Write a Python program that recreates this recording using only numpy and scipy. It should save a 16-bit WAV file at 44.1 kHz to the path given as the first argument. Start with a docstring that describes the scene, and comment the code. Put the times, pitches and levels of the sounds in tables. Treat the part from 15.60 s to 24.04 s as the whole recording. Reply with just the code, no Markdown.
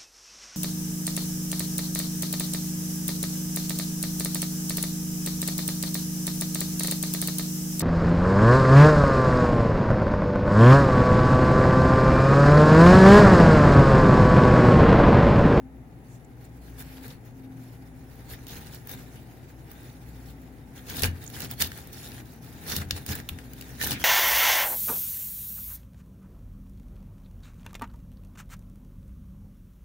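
"""Beetles wrestling on a log

Two large beetles fight close by in a quiet room; an appliance hums in the background.
Claws drag over bark in dense stick-slip grains. Horns snap past each other and clack on shells.
Hard shoves rock the log with a low thud and jolt a small cup, which rings."""
import sys
import numpy as np
from scipy import signal
from scipy.fft import rfft, irfft, next_fast_len
from scipy.io import wavfile
from scipy.ndimage import uniform_filter1d, map_coordinates

SR = 44100
rng = np.random.default_rng(int(sys.argv[2]) if len(sys.argv) > 2 else 0)


def digitize_waveform(pressure):
    """Quantize a signal to 16-bit integers and store it at the path in sys.argv[1].

    Rows of a 2-D input are taken as channels; values are limited to [-1, 1].
    """
    field = np.atleast_2d(pressure).T
    bounded = np.clip(field, -1, 1)
    quanta = np.round(bounded * 32767).astype(np.int16)
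    wavfile.write(sys.argv[1], SR, quanta)


N = 372204

# room noise spectra: f/Hz, density/dB
RUMBLE_SPECTRUM = [(15, -60), (25, -37), (35, -8.5), (49, -10), (70, -5), (91, -7), (113, -0.5), (166, -1),
                   (189, -10.5), (253, -3), (289, -7), (608, -20.5), (800, -16), (1200, -38.5), (1560, -53),
                   (2640, -120)]
HISS_SPECTRUM = [(500, -3.5), (1100, -1.5), (2100, -3), (3000, -16.5), (5000, -20), (8200, -23),
                 (11000, -17), (15500, -25)]
# appliance tones: f/Hz, level/dB
HUM_TONES = [(119, -55.5), (124, -60.5)]
# swells of its lowest and highest tone: t/s, level/dB
MAINS_SWELL = [(0, -51.5), (.6, -58), (1.15, -44.5), (1.65, -60), (2.2, -50.5), (3.2, -53.5), (4.2, -55),
               (4.75, -46.5), (5.2, -57), (6.9, -56), (8.4, -48.5)]
DRONE_SWELL = [(0, -52.5), (.5, -64.5), (1.35, -50.5), (2.6, -57), (4, -65.5), (5.3, -52.5), (6.2, -63.5),
               (8.4, -52)]
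# left-right likeness: f/Hz, coherence
COHERENCE = [(60, 0.75), (130, 0.86), (290, 0.91), (640, 0.64), (1400, 0.023), (4000, 0.015),
             (15000, 0.077)]
# room decay: f/Hz, t60/s
ROOM_DECAY = [(200, 0.072), (1800, 0.31), (6000, 0.13), (15000, 0.0072)]

# resonances of log, bark with shell, and microphone ports: f/Hz, width/Hz, gain/dB
LOG_MODES = [(86.1, 19.7, 1.5), (124, 39.5, 1), (201, 35, -7), (293.4, 12, -21.5)]
BODY_MODES = [(1360, 850, 0), (1650, 42, -6), (1830, 51, -8.5), (2830, 390, -10), (4320, 340, -8.5),
              (5300, 200, -19)]
LEFT_PORT_MODES = [(2440, 81, -8.5), (3640, 300, -0.5), (5700, 900, -16), (13000, 1700, -11)]
RIGHT_PORT_MODES = [(1870, 100, -12), (2900, 350, -2), (6760, 950, 0), (10600, 4300, -8), (15300, 1400, -2)]
# partials of cup and shell: f/Hz, gain/dB, t60/s
CUP_PARTIALS = [(1650, -8, 0.11), (1780, 2.5, 0.098), (2380, -5, 0.087), (2900, -4, 0.11)]
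SHELL_PARTIALS = [(1930, -12, 0.0083), (2780, -12, 0.0066), (3690, -4, 0.0037), (4170, 0.5, 0.0051),
                  (4920, -5, 0.0068), (6520, -10, 0.0046)]
# snap colours, soft to hard: f/Hz, density/dB
KNOCK_SPECTRUM = [(200, -21), (460, 3), (700, -9), (1100, -20), (1650, 2.5), (2500, -9.5), (4000, -14.5)]
CRACK_SPECTRUM = [(1500, -27), (2900, 1.5), (3200, -6.5), (3750, -1), (4500, 2.5), (5400, -0.5),
                  (6400, -4.5), (9000, -13)]
TICK_SPECTRUM = [(4500, -10), (7200, -4), (11000, 1.5), (15500, 5)]
PIN_SPECTRUM = [(8000, -19), (12000, -12), (14000, -2), (15500, 1)]
# drag colours: f/Hz, density/dB
SCRATCH_SPECTRUM = [(4000, -30), (6500, -6.5), (8300, -4), (11000, 2), (13000, -2), (15500, 3.5)]
CRUNCH_SPECTRUM = [(1500, -51), (2600, -10), (3200, 2), (3700, 5.5), (5500, 3), (7000, -9), (10000, -21)]
RASP_SPECTRUM = [(120, -40), (270, 3.5), (450, 11), (600, 1.5), (800, 3), (1130, -6.5), (1600, 0),
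                 (2400, -1.5), (3200, -12), (6000, -48)]

# log settles after a shove, or a beetle lands: t/s, level/dB, tilt/(dB/octave)
LOG_THUDS = [(2.97, -36, -14), (5.426, -22.5, -10), (5.458, -32, -3), (5.482, -26, -7), (5.53, -32, -8),
             (6.004, -37, 7.5), (6.02, -29, 1), (7.168, -29.5, -1), (7.204, -35, 6.5), (7.262, -34.5, 5),
             (7.311, -44.5, 13.5), (7.328, -26.5, -9), (7.49, -29.5, 6), (7.69, -44, 9), (7.716, -32.5, 1),
             (8.265, -42, 4), (8.309, -32, 8)]
# cup is jolted: t/s, level/dB
CUP_JOLTS = [(5.443, -37), (5.469, -38.5), (7.49, -47), (7.787, -57), (8.21, -33), (8.31, -37)]
# claw skates over one ridge: t/s, length/s, f/Hz, level/dB, Q
CLAW_SKIDS = [(0.479, 0.11, 7240, -65, 1.5), (0.548, .009, 7000, -64, 4), (0.644, .012, 7200, -62.5, 2.7),
              (0.846, 0.0097, 7700, -59, 2.2), (1.177, 0.051, 11600, -48.5, 1.2),
              (1.292, 0.092, 12200, -60, 3), (1.2, .19, 2340, -62, 2.3), (1.498, 0.021, 3800, -53, 1.5),
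              (2.695, 0.058, 12500, -48.5, 2.1), (2.859, 0.092, 3900, -51.5, 1.5),
              (2.898, .1, 12500, -60, 1.9), (3.294, .045, 13000, -49, 2.1), (3.546, 0.06, 2860, -61, 1.9),
              (4.296, .009, 3700, -56, 1.6), (5.661, 0.008, 6900, -45.5, 3.2),
              (5.675, .006, 7100, -43, 3.5), (7.484, 0.091, 1700, -43, 5.2), (8.192, 0.046, 1770, -38, 6),
              (8.254, 0.043, 1600, -37.5, 4.4), (8.304, 0.096, 2170, -41.5, 1.2)]
# horn strikes shell: t/s, level/dB, pitch ratio, left-right/dB
HORN_CLACKS = [(5.4347, -14.5, 1.24, -7), (5.4423, -20, 0.57, 9), (6.0172, -15, 0.91, 3),
               (6.0212, -15.5, 1.14, -5), (7.3087, -19, 0.88, 1), (7.3095, -15.5, 1.02, 2),
               (7.6896, -24, 0.81, -2), (7.6932, -27.5, 0.67, 11), (8.2722, -23.5, 0.91, 1),
               (8.3165, -27, 0.99, -2)]
# horn, shell or claw slips its hold: t/s, level/dB, hardness (<=0 knock to >=3 pin), left-right/dB
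GRIP_SNAPS = [(1.193, -48, 1.8, 0), (1.204, -45, 1.8, 0), (1.3644, -54, 0, -2), (1.4365, -52, 1.2, 2),
              (1.48, -42, 2.5, 7), (2.707, -45.5, 1, 8), (2.868, -38.5, 1.5, 2), (2.882, -43, 5, 2),
              (2.908, -43, 3, 8), (3.069, -42, 1.4, -2), (3.146, -43, 2.5, -9), (3.272, -41, 4, 2),
              (3.293, -36, 2.6, 8), (3.314, -41, 4, 10), (4.1148, -44.5, 8, -2), (5.166, -51, -2, 0),
              (5.2983, -34.5, 1.5, 12), (5.368, -30, 1.6, 10), (5.3935, -29, 1.7, -2), (5.421, -25.5, 2, 8),
              (5.4336, -23, 0.7, -16), (5.434, -24.5, -1.5, 13), (5.4417, -24.5, 0.2, 9),
              (5.455, -30, 2, -4), (5.64, -41, 2.5, -2), (5.6997, -38, 1.5, -3), (5.765, -41, -1, 7),
              (5.804, -29, 1.5, -6), (5.819, -32.5, 1.5, -5), (5.847, -34, 1.5, 3), (5.912, -30, 2.5, -4),
              (5.936, -43, 2.8, 0), (6.002, -27, 0.2, -1), (6.008, -23, 1.8, 6), (6.0135, -25, 0.5, -2),
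              (6.0183, -22, 0.9, 1), (6.0214, -15.5, 1.4, 2), (6.024, -23, 2.4, -2), (6.045, -30, 1, 5),
              (6.0722, -38, 6, 6), (6.1175, -34.5, 0, 3.5), (6.1755, -42, 3, 2), (6.272, -43, 2.2, 0),
              (6.3302, -42, 2.3, -5), (6.372, -46, -0.5, 0), (6.4873, -45, 6, 2), (6.518, -42, 1, 1),
              (6.5798, -44, -1.5, 7), (6.656, -55, 2, 0), (6.721, -53, 2, 0), (6.8443, -49, 2.8, 0),
              (7.099, -28.5, 1.5, 5), (7.1194, -28.5, 1, -6), (7.156, -32, 0.5, 0), (7.1641, -19, 1.5, 2),
              (7.186, -35, 0.5, 0), (7.2163, -33, 0.5, -2), (7.3084, -19.5, 0.85, 2), (7.3635, -40, -6, -2),
              (7.377, -43, 1, 1), (7.463, -29.5, 1.7, 1), (7.4905, -29.5, 0.5, 1), (7.521, -30, 1.5, 1),
              (7.553, -30.5, 2, 1), (7.6, -36.5, -0.9, 2), (7.6896, -29, 2.1, -3), (7.787, -38.5, -0.8, 3),
              (7.934, -41, 2, 0), (8.011, -33.5, 1.5, 5), (8.0227, -38, 0.5, 5), (8.2131, -28, -0.9, -6),
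              (8.226, -28.5, 0.5, 2), (8.235, -31, 1, -8), (8.266, -31, 2, 6), (8.2715, -25, 2.7, 1),
              (8.308, -23.5, 1.7, 6), (8.317, -25, 1, 5), (8.33, -31, 1.3, 11), (8.417, -34.5, 0.1, 2)]
# restless feet between moves: t/s, level/dB
FOOT_SHUFFLE = [(0, -80), (.35, -69), (.72, -69.5), (1.1, -62.5), (1.4, -58), (1.6, -67), (2.35, -65.5),
                (2.65, -57.5), (3.3, -58), (3.7, -61), (4.02, -62.5), (4.55, -59), (5.1, -65.5),
                (5.3, -55.5), (6.2, -56), (6.65, -61.5), (6.8, -62), (7.0, -56), (7.45, -56.5), (7.66, -59),
                (7.78, -55.5), (7.85, -59), (8.0, -55), (8.44, -55)]
# leg drags over bark: t/s, hold/s, scratch level/dB, rasp over scratch/dB
LEG_STROKES = [(0.486, 0.073, -66, 1), (0.812, 0.053, -62.5, 1.5), (1.02, .08, -61.5, -8),
               (1.189, 0.028, -49, -3), (1.245, 0.14, -57, -3), (1.437, 0.026, -49.5, -0.5),
               (1.49, 0.04, -54.5, 0), (1.663, 0.017, -60.5, 1.5), (1.997, 0.16, -60.5, -2.5),
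               (2.692, 0.054, -49, -3), (2.894, 0.092, -49, -1.5), (3.01, 0.075, -52.5, -1),
               (3.131, 0.026, -47.5, -5), (3.294, 0.044, -46.5, -1.5), (3.346, 0.097, -57, -1),
               (3.55, 0.021, -57.5, -4), (4.076, 0.21, -61, 2), (4.664, 0.047, -58, -8),
               (5.162, 0.023, -49.5, -0.5), (5.283, 0.066, -43, -2), (5.358, 0.05, -38, -6),
               (5.437, 0.017, -29, -3), (5.617, 0.17, -54, -8), (5.746, 0.11, -43.5, -3),
               (5.906, 0.027, -45.5, -3), (6.011, 0.013, -28.5, -8.5), (6.036, 0.027, -39, -14),
               (6.105, 0.12, -51.5, -9), (6.329, 0.15, -47, -7), (6.495, 0.11, -52, -1),
               (6.658, 0.082, -56.5, -4), (6.825, 0.064, -54.5, -5), (6.927, 0.018, -55, -3),
               (7.02, 0.11, -51, 0.5), (7.08, 0.1, -37, -6), (7.205, 0.017, -43.5, 1.5),
               (7.366, 0.017, -40, -2.5), (7.487, 0.047, -37, -5), (7.547, 0.05, -46.5, 0),
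               (8.01, 0.22, -57, -5), (8.215, 0.04, -31.5, -8.5), (8.272, 0.049, -35.5, -7),
               (8.308, 0.022, -33.5, -5.5), (8.401, 0.03, -43.5, -2)]

TOP_HZ = 15790


def amp(db):
    return 10 ** (np.asarray(db) / 20)


def unit_rms(x):
    return x / np.sqrt(np.mean(x ** 2) + 1e-20)


def at_hz(points, hz):
    """(f/Hz, value) points interpolated on a log axis."""
    f, values = np.transpose(points)
    return np.interp(np.log(hz + 1), np.log(f), values)


def envelope(points):
    """(t/s, value) points interpolated per sample."""
    return np.interp(np.arange(N) / SR, *np.transpose(points))


def wobble(rate_hz):
    """Smooth random curve, rate_hz knots a second."""
    knots = rng.standard_normal(int(N * rate_hz / SR) + 4)
    return map_coordinates(knots, [np.arange(N) * rate_hz / SR])


def add_at(out, start_s, x):
    span = out[..., round(start_s * SR):][..., :x.shape[-1]]
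    span += x[..., :span.shape[-1]]


def filtered(x, response):
    """x through a complex response of f/Hz."""
    n = x.shape[-1]
    size = next_fast_len(n + 4096, True)
    return irfft(rfft(x, size) * response(np.fft.rfftfreq(size, 1 / SR)), size)[..., :n]


def resonances(modes, f):
    """Summed causal band-pass responses."""
    return sum(amp(db) * 1j * f * width / (hz * hz - f * f + 1j * f * width) for hz, width, db in modes)


def panned(x, left_db):
    return x * amp([[left_db / 2], [-left_db / 2]])


def widened(pair):
    """Two unrelated signals as stereo: alike in the bass, apart in the treble."""
    angle = lambda f: np.arccos(at_hz(COHERENCE, f)) / 2
    mid, side = filtered(pair, lambda f: np.array([np.cos(angle(f)), np.sin(angle(f))]))
    return np.array([mid + side, mid - side])


def noise(response):
    """Coloured stereo noise, rms 1."""
    return unit_rms(filtered(widened(rng.standard_normal((2, N))), response))


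def contact(force, spectrum):
    """Contact force through its colour and the ring of bark and shell, rms 1."""
    return unit_rms(filtered(force, lambda f: amp(at_hz(spectrum, f)) * (1 + resonances(BODY_MODES, f))))


def struck(partials, t, phases, attack_s, pitch=1):
    """Decaying partials of a struck body."""
    ring = sum(amp(db - 60 * t / t60_s) * np.sin(2 * np.pi * hz * pitch * t + phase)
               for (hz, db, t60_s), phase in zip(partials, phases))
    return ring * (1 - np.exp(-t / attack_s))


def background(mains_hz=59.8, drone_hz=260.7, waver_db=2.27, waver_rad=0.74):
    """Wavering appliance hum, room rumble and faint hiss."""
    t = np.arange(N) / SR
    hum = np.zeros(N)
    for hz, db in HUM_TONES + [(mains_hz, envelope(MAINS_SWELL)), (drone_hz, envelope(DRONE_SWELL))]:
        peak = np.sqrt(2) * amp(db + waver_db * wobble(rate_hz=4.9))
        hum += peak * np.sin(2 * np.pi * hz * t + waver_rad * wobble(rate_hz=4))
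    rumble = amp(-48) * noise(lambda f: amp(at_hz(RUMBLE_SPECTRUM, f)))
    hiss = amp(-63.5) * noise(lambda f: amp(at_hz(HISS_SPECTRUM, f)))
    return panned(rumble + hum, left_db=2.5) + hiss


def room_echo(x):
    """Walls return a short diffuse tail, 4 ms late."""
    hz, t, spectra = signal.stft(rng.standard_normal((2, SR // 3)), SR, nperseg=256)
    decay = amp(-60 * t / at_hz(ROOM_DECAY, hz)[:, None])
    tail = signal.istft(spectra * decay, SR, nperseg=256)[1]
    tail = np.pad(tail / np.linalg.norm(tail[0]), ((0, 0), (SR // 250, 0)))
    return signal.fftconvolve(x, tail, axes=1)[:, :N]


def rocking_log(rasp_db, boom_db=4, settle_s=0.031, lowpass_hz=700, attack_s=0.0028):
    """Drags shake the log and stamps strike it; it booms at its low modes."""
    pole = np.exp(-1 / (settle_s * SR))
    shove = signal.lfilter([1 - pole], [1, -pole], amp(rasp_db + boom_db))
    boom = shove * noise(lambda f: resonances(LOG_MODES, f) / (1 + (f / lowpass_hz) ** 2))
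    t = np.arange(SR // 5) / SR
    rise = 1 - np.exp(-t / attack_s)
    thuds = np.zeros(N)
    for start_s, level_db, tilt_db in LOG_THUDS:
        for hz, width_hz, db in LOG_MODES:
            octaves = np.log2(hz / LOG_MODES[0][0])
            ring = np.sin(2 * np.pi * hz * t) * np.exp(-np.pi * width_hz * t / 2)
            add_at(thuds, start_s, amp(level_db + db + tilt_db * octaves) * rise * ring)
    return panned(boom + thuds, left_db=2.5)


def cup():
    """A shove jolts the cup; its thin wall rings briefly."""
    t = np.arange(SR // 5) / SR
    out = np.zeros((2, N))
    for start_s, level_db in CUP_JOLTS:
        phases = 2 * np.pi * rng.random((len(CUP_PARTIALS), 2, 1))
        add_at(out, start_s, amp(level_db) * struck(CUP_PARTIALS, t, phases, attack_s=0.002))
    return out


def skids():
    """A skating claw excites one resonance; the rub swells and fades."""
    out = np.zeros((2, N))
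    for start_s, length_s, hz, level_db, q in CLAW_SKIDS:
        swell = np.sin(np.linspace(0, np.pi, round(length_s * SR)))
        friction = rng.standard_normal((2, len(swell)))
        rub = unit_rms(filtered(friction, lambda f: resonances([(hz, hz / q, 0)], f) ** 2))
        add_at(out, start_s, amp(level_db) * swell * rub)
    return out


def clacks(spread_rad=0.48):
    """Horn on shell: a few ms of ring, pitch set by the spot struck."""
    t = np.arange(SR // 30) / SR
    out = np.zeros((2, N))
    for start_s, level_db, pitch, left_db in HORN_CLACKS:
        phases = spread_rad * rng.standard_normal((len(SHELL_PARTIALS), 2, 1))
        ring = struck(SHELL_PARTIALS, t, phases, attack_s=0.00016, pitch=pitch)
        add_at(out, start_s, panned(amp(level_db) * ring, left_db))
    return out


def faint_ticks(scratch_db, count=90, lift_db=1.5, spread_db=2):
    """Snap rows for claw tips catching at random, louder under a hard drag."""
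    rows = []
    for when, size, hard, side in rng.random((count, 4)):
        level_db = scratch_db[int(when * N)] + lift_db + spread_db * (1 - 2 * size)
        rows.append((when * N / SR, level_db, 1 + np.sqrt(hard), 10 * (side - 0.5)))
    return rows


def snaps(scratch_db, rise_s=0.0007, decay_s=0.0016, crumble_db=-25, crumble_s=0.021, step_db=11):
    """A hold slips: a burst of a few ms, then faint crumbling. Hardness blends four colours."""
    t = np.arange(SR // 20) / SR
    decay = np.exp(-t / decay_s) + amp(crumble_db) * np.exp(-t / crumble_s)
    shape = (1 - np.exp(-t / rise_s)) * decay
    colours = (KNOCK_SPECTRUM, -14), (CRACK_SPECTRUM, -16.5), (TICK_SPECTRUM, -10.5), (PIN_SPECTRUM, -5.5)
    out = np.zeros((2, N))
    for start_s, level_db, hardness, left_db in GRIP_SNAPS + faint_ticks(scratch_db):
        for step, (spectrum, trim_db) in enumerate(colours):
            fall_db = step_db * abs(np.clip(hardness, 0, 3) - step)
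            force = shape * (rng.standard_normal((2, len(t))) + 0.05 * rng.standard_normal(len(t)))
            burst = amp(level_db + trim_db - fall_db) * contact(force, spectrum)
            add_at(out, start_s, panned(burst, left_db))
    return out


def effort(grip_s=0.011, release_s=0.013, fidget_db=1.5, pressure_db=1):
    """Scratch and rasp levels/dB: strokes grip, hold and let go over shuffling feet."""
    t = np.arange(N) / SR
    shuffle_db = envelope(FOOT_SHUFFLE) + fidget_db * wobble(rate_hz=40)
    scratch_power = amp(shuffle_db + 1) ** 2
    rasp_power = amp(shuffle_db) ** 2
    for start_s, hold_s, level_db, woody_db in LEG_STROKES:
        before_s = np.maximum(start_s - t, 0)
        after_s = np.maximum(t - start_s - hold_s, 0)
        stroke = amp(level_db) * np.exp(-before_s / grip_s - after_s / release_s)
        scratch_power += stroke ** 2
        rasp_power += (stroke * amp(woody_db)) ** 2
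    return 10 * np.log10([scratch_power, rasp_power]) + pressure_db * wobble(rate_hz=45)


def stick_slip(count=26000, spread_db=2.8, mean_decay_s=0.0009, low_hz=800):
    """Stereo train of releases, each ringing briefly at its own pitch."""
    when, pitch, hold, left, right = rng.random((5, count))
    scatter = np.clip(rng.standard_normal((2, count)) + rng.standard_normal(count), -3, 3)
    size = amp(spread_db * scatter / np.sqrt(2))
    t = np.arange(SR // 250) / SR
    hz = low_hz + pitch * (TOP_HZ - low_hz)
    decay_s = mean_decay_s * (0.5 + hold)
    rings = np.exp((2j * np.pi * hz - 1 / decay_s)[:, None] * t)
    index = ((when * N).astype(int)[:, None] + np.arange(len(t))).ravel()
    # own strength and phase on each side
    gains = size * np.exp(2j * np.pi * np.array([left, right]))
    trains = [np.bincount(index, (rings * gain[:, None]).real.ravel(), N)[:N] for gain in gains]
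    return unit_rms(np.array(trains))


def crackle(load, rate_hz=130, decay_s=0.00074, lift_db=-12):
    """Drag gain as brittle fibres break; load 0 is a light touch, 1 a hard drag."""
    breaks = (rng.random(N) < rate_hz / SR) * rng.uniform(0.3, 1, N)
    bursts = signal.lfilter([1], [1, -np.exp(-1 / (decay_s * SR))], breaks)
    return 1 - load + load * unit_rms(1 + amp(lift_db) * bursts)


def bark_patches(drag, depth_db=3.6):
    """Colour drifts as the claws cross from patch to patch."""
    spectra = signal.stft(drag, nperseg=512)[2]
    drift = uniform_filter1d(rng.standard_normal(spectra.shape), size=4, axis=1)  # over frequency
    drift = uniform_filter1d(drift, size=10, axis=2)  # over time
    spectra *= amp(depth_db * unit_rms(drift))
    return unit_rms(signal.istft(spectra, nperseg=512)[1][:, :N])


def claws(scratch_db, rasp_db, bite_db_per_db=0.16, full_grip_db=-33.5):
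    """Claws catch on bark fibres: light drags sizzle, hard ones crunch; the wood rasps beneath."""
    grit = np.clip((scratch_db + 75) / 55, 0.3, 0.65)  # single slips stand out under load
    load = np.clip((scratch_db + 62) / 20, 0.1, 1)
    friction = np.sqrt(grit) * stick_slip() + np.sqrt(1 - grit) * rng.standard_normal((2, N))
    drag = friction * crackle(load)
    surface = bark_patches(drag)
    scratch = contact(surface, SCRATCH_SPECTRUM) * amp(scratch_db - 3.5)
    # crunch grows faster than sizzle up to full grip
    bite_db = bite_db_per_db * np.minimum(scratch_db - full_grip_db, 0)
    crunch = contact(surface, CRUNCH_SPECTRUM) * amp(scratch_db - 5.5 + bite_db)
    rasp = contact(widened(drag), RASP_SPECTRUM) * amp(rasp_db - 1.1)
    return scratch + panned(crunch, left_db=-2) + panned(rasp, left_db=1.7)


def scene():
    """Fight, echo, log and quiet room."""
    scratch_db, rasp_db = effort()
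    fight = amp(0.7) * (claws(scratch_db, rasp_db) + snaps(scratch_db) + clacks() + skids() + cup())
    return fight + amp(-17) * room_echo(fight) + rocking_log(rasp_db) + background()


def record(dry):
    """Each microphone port adds its resonances; nothing passes above TOP_HZ."""
    ports = lambda f: 1 + np.array([resonances(LEFT_PORT_MODES, f), resonances(RIGHT_PORT_MODES, f)])
    return filtered(dry, lambda f: ports(f) * (f < TOP_HZ))


dry = scene()
out = record(dry)
digitize_waveform(out)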